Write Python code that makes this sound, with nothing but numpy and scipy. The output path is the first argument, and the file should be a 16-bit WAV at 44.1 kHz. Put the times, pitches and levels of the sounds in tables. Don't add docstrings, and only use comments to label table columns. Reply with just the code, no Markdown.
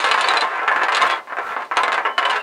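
import sys
import numpy as np
from scipy import signal
from scipy.fft import rfft, irfft
from scipy.io import wavfile

SR = 44100
rng = np.random.default_rng(int(sys.argv[2]) if len(sys.argv) > 2 else 0)


def gain_from_decibels(decibels):
    exponent = np.asarray(decibels, float) / 20
    return 10 ** exponent


def store_wav(level_fs):
    pcm = np.round(np.clip(np.atleast_2d(level_fs), -1, 1) * 32767)
    wavfile.write(sys.argv[1], SR, pcm.T.astype(np.int16))


N = 106766
UNLIKE = 0.06


def evened(x):
    return x / np.sqrt(np.mean(x ** 2) + 1e-20)


def read(points, hz):
    f, value = np.transpose(points)
    return np.interp(np.log(hz + 1), np.log(f + 1), value)


def pulse(points):
    hz = abs(np.fft.fftfreq(4096, 1 / SR))
    log_gain = np.log(gain_from_decibels(np.maximum(read(points, hz), -90)))
    spectrum = np.exp(np.conj(signal.hilbert(log_gain)))
    shape = np.fft.ifft(spectrum).real[:2048]
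    return shape / abs(shape).max()


def train(times, sizes):
    out = np.zeros(N)
    index = np.clip(np.round(times * SR).astype(int), 0, N - 1)
    np.add.at(out, index, sizes)
    return out


def ring(hz, db, t60):
    swell_s = 0.0011
    t = np.arange(SR // 4) / SR
    swell = 1 - np.exp(-t / swell_s)
    decay = gain_from_decibels(db - 60 * t / t60)
    return swell * decay * np.sin(2 * np.pi * hz * t)


def struck(s, size, modes, spread_db):
    shape = (len(s), len(modes))
    share = gain_from_decibels(spread_db * np.clip(rng.standard_normal(shape), -2, 1))
    spot = share * rng.choice([-1, 1], shape)
    out = np.zeros(N)
    for k, mode in enumerate(modes):
        out += signal.oaconvolve(train(s, size * spot[:, k]), ring(*mode))[:N]
    return out


def hush():
    # [hz, level_db per Hz]
    colour = [(40, -40), (150, -15), (600, -4.5), (2500, -12.5), (15800, -35)]
    level_db = -49
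    z = rfft(rng.standard_normal(N)) * gain_from_decibels(read(colour, np.fft.rfftfreq(N, 1 / SR)))
    return gain_from_decibels(level_db) * evened(irfft(z, N))


def room(x):
    # [hz, t60_s]
    decay = [(300, 0.39), (1500, 0.15), (4500, 0.089), (10000, 0.085)]
    # [hz, level_db]
    echo = [(1500, 2.5), (8000, 0.5)]
    first_echo_s, spacing = 0.002, 20
    taps = np.zeros((3, SR // 2))
    grid = np.arange(round(first_echo_s * SR), SR // 2 - spacing, spacing)
    at = grid + rng.integers(0, spacing, (3, len(grid)))
    np.put_along_axis(taps, at, rng.choice([-1., 1.], at.shape), 1)

    hz, t, z = signal.stft(taps, SR, nperseg=128)
    z = z * gain_from_decibels(-60 * t / read(decay, hz)[:, None])
    band_size = np.linalg.norm(z, axis=2).mean(0)[:, None]
    z = z / band_size * gain_from_decibels(read(echo, hz))[:, None]
    tail = signal.istft(z, SR, nperseg=128)[1] / 74

    phase = 7 * np.arange(N) / SR + np.arange(3)[:, None] / 3
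    turn = np.cos(np.pi * phase) * np.sqrt(2 / 3)
    return signal.fftconvolve(x * turn, tail, axes=1)[:, :N].sum(0)


def tabletop(s, thud):
    # [hz, level_db]
    modes = [(490, -22), (730, -20), (856, -16), (999, -12), (1061, -7), (1330, -11), (1576, -13.5),
             (1724, -12.5), (2060, -17.5)]
    offset_db, t60_s = -8.5, 0.16
    return struck(s, thud, [(hz, offset_db + db, t60_s) for hz, db in modes], spread_db=5)


def rubs():
    # [start_s, length_s, level_db, pitch_hz]
    strokes = [(.68, .18, -28, 1570), (1.0, .12, -25, 1060), (1.0, .12, -26, 1575), (1.05, .13, -33, 3350),
               (1.41, .15, -29, 1347), (1.79, .05, -23, 1030), (2.05, .125, -43, 3000),
               (2.358, .06, -31, 2750)]
    width_hz = 25
    out, r = np.zeros(N), np.exp(-np.pi * width_hz / SR)
    for at, length, db, hz in strokes:
        t = np.arange(0, length, 1 / SR)
        noise = 1j * rng.standard_normal(SR // 2) + rng.standard_normal(SR // 2)
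        wobble = signal.lfilter([1], [1, -r], noise)[-len(t):]
        steady = np.sqrt(np.mean(abs(wobble) ** 2))
        tone = evened(((steady + wobble) * np.exp(2j * np.pi * hz * t)).real)
        stroke = np.sqrt(np.sin(np.pi * t / length))
        out[round(at * SR):][:len(t)] += gain_from_decibels(db) * stroke * tone
    return out


def pieces(s, thud, tick):
    # [pitch_hz, level_db, t60_s]
    plastic = [(3897, -10.5, 0.013), (6490, -18.5, 0.01), (7580, -17, 0.0089), (9010, -17.5, 0.0076),
               (10160, -21, 0.0047)]
    # [start_s, level_db, pitch_hz]
    pings = [(0.111, -13, 2980), (0.243, -16, 4440), (0.287, -11, 4030), (.306, -15, 3870),
             (0.372, -11.5, 4050), (0.41, -13, 4065), (2.05, -24, 2900), (2.179, -11, 2988),
             (2.25, -11.5, 2990), (2.3, -13.5, 2950), (2.227, -18, 2900), (.678, -20, 3100)]
    hardness, ping_t60_s = 0.89, 0.045
    modes = [(hz * (1 + UNLIKE * piece), db, t60) for hz, db, t60 in plastic for piece in (-1, 0, 1)]
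    out = struck(s, tick * abs(tick / thud) ** hardness, modes, spread_db=7.0)
    for at, db, hz in pings:
        part = out[round(at * SR):][:SR // 4]
        part += ring(hz, db, ping_t60_s)[:len(part)]
    return out


def touchdowns():
    # [start_s, thud_db, tick_db re thud]
    hits = [(0.001, -8.5, -9), (0.041, -1.5, -11), (0.07, -6, -14.5), (0.112, -0.5, -11),
            (0.141, -1.5, -15), (0.176, -1.5, -18.5), (0.209, -12, -2.5), (0.242, -5.5, -19),
            (0.285, -4, -8.5), (0.305, -3, -16), (0.336, -1.5, -13.5), (0.37, -11.5, -5.5),
            (0.408, -11, -6.5), (0.422, -3, -19.5), (0.592, -9.5, -29), (0.677, 0.5, -21), (0.715, -3, -21),
            (0.761, -3, -19), (0.816, -2.5, -23), (0.833, -5.5, -11.5), (0.883, -0.5, -22),
            (0.921, -4, -14.5), (0.947, -7.5, -4.5), (0.968, -2.5, -11), (1.015, -1.5, -14),
            (1.029, -3, -22), (1.065, -8, -13), (1.099, -4, -14.5), (1.272, -21, -38), (1.322, -10, -38),
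            (1.368, -8.5, -22), (1.385, -5, -21), (1.479, -19.5, -16), (1.564, -5, -54), (1.712, -5, -23.5),
            (1.737, -16, -23), (1.769, 0.5, -10), (1.789, -7.5, -15), (1.833, -2.5, -11), (1.879, -2, -16),
            (1.919, -2.5, -14.5), (1.942, -5, -14), (1.978, -0.5, -21), (2.051, -2.5, -25.5),
            (2.06, -3.5, -28), (2.179, 0, -17), (2.227, -3.5, -20), (2.253, -3.5, -12.5),
            (2.296, -10.5, -13), (2.307, -14.5, -7.5), (2.36, -5, -16)]
    thud_offset_db, tick_offset_db = -3.5, 8.5
    lag_s = 0.001
    bounce_s, bounce_db = 0.009, -5
    s, db, tick_db = np.transpose(hits)
    delay_luck, size_luck, tick_luck = rng.random((3, 2, len(s)))
    bounce_at = s + bounce_s * (0.15 + delay_luck)
    thud = gain_from_decibels(thud_offset_db + db)
    bounce = thud * gain_from_decibels(bounce_db) * (2 * size_luck - 1)
    crispness = gain_from_decibels(tick_offset_db + tick_db)
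    bounce_tick = bounce * crispness * 2 * tick_luck
    times = np.r_[s, bounce_at.ravel()] + lag_s
    return times, np.r_[thud, bounce.ravel()], np.r_[thud * crispness, bounce_tick.ravel()]


def sliding():
    # [time_s, level_db, tick_db re thud]
    course = [(0, -18, -2.5), (0.438, -16, -7), (.5, -17.5, -10.5), (.66, -19, -14), (1.0, -16, -7.5),
              (1.16, -16, -9), (1.21, -44, -6), (1.26, -68, -27), (1.3, -20, -28), (1.36, -39, -25),
              (1.4, -26, -11), (1.629, -21.5, -10.5), (1.66, -52, 6), (1.705, -46, -13),
              (1.754, -21.5, -9.5), (1.99, -24, -9.5), (2.088, -19, -14.5), (2.13, -45, -45),
              (2.199, -23.5, -9), (2.332, -15, -9.5), (2.42, -36.5, -3.5)]
    offset_db, grains_per_s, spread_db = -6, 1100, 5
    at = np.flatnonzero(rng.random(N) < grains_per_s / SR) / SR
    sizes = evened(gain_from_decibels(spread_db * np.minimum(rng.exponential(1, len(at)), 4)))
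    when, slide_db, crisp_db = np.transpose(course)
    small = sizes * rng.choice([-1, 1], len(at)) * gain_from_decibels(offset_db + np.interp(at, when, slide_db))
    return at, small, small * gain_from_decibels(np.interp(at, when, crisp_db))


def contacts():
    return [np.concatenate(pair) for pair in zip(touchdowns(), sliding())]


def knocks(s, thud, tick):
    # [hz, level_db per Hz]
    thud_colour = [(60, -59.5), (200, -31.5), (480, -11), (900, -4.5), (1050, -3), (1700, -6), (3000, -22),
                   (5000, -34), (9000, -90.5)]
    # [hz, level_db per Hz]
    tick_colour = [(1200, -42), (2500, -3), (4200, -10), (5500, -22.5), (15500, -53)]
    piece = rng.integers(-1, 2, len(s))
    out = np.zeros(N)
    for k in (-1, 0, 1):
        for size, colour in ((thud, thud_colour), (tick, tick_colour)):
            shifted = [(hz * (1 + 2 * UNLIKE * k), db) for hz, db in colour]
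            out += signal.oaconvolve(train(s, size * (piece == k)), pulse(shifted))[:N]
    return out


def scene():
    s, thud, tick = contacts()
    near, rings = knocks(s, thud, tick), pieces(s, thud, tick)
    echoes = room(near + gain_from_decibels(-8) * rings)
    mix = near + rings + tabletop(s, thud) + echoes + rubs() + hush()
    return mix[None]


def top_cut(x):
    return signal.sosfilt(signal.butter(12, 15820, fs=SR, output="sos"), x)


def record(dry):
    ceiling, knee = 0.73, 8
    soft = dry / (1 + abs(dry / ceiling) ** knee) ** (1 / knee)
    return top_cut(soft)


dry = scene()
out = record(dry)
store_wav(out)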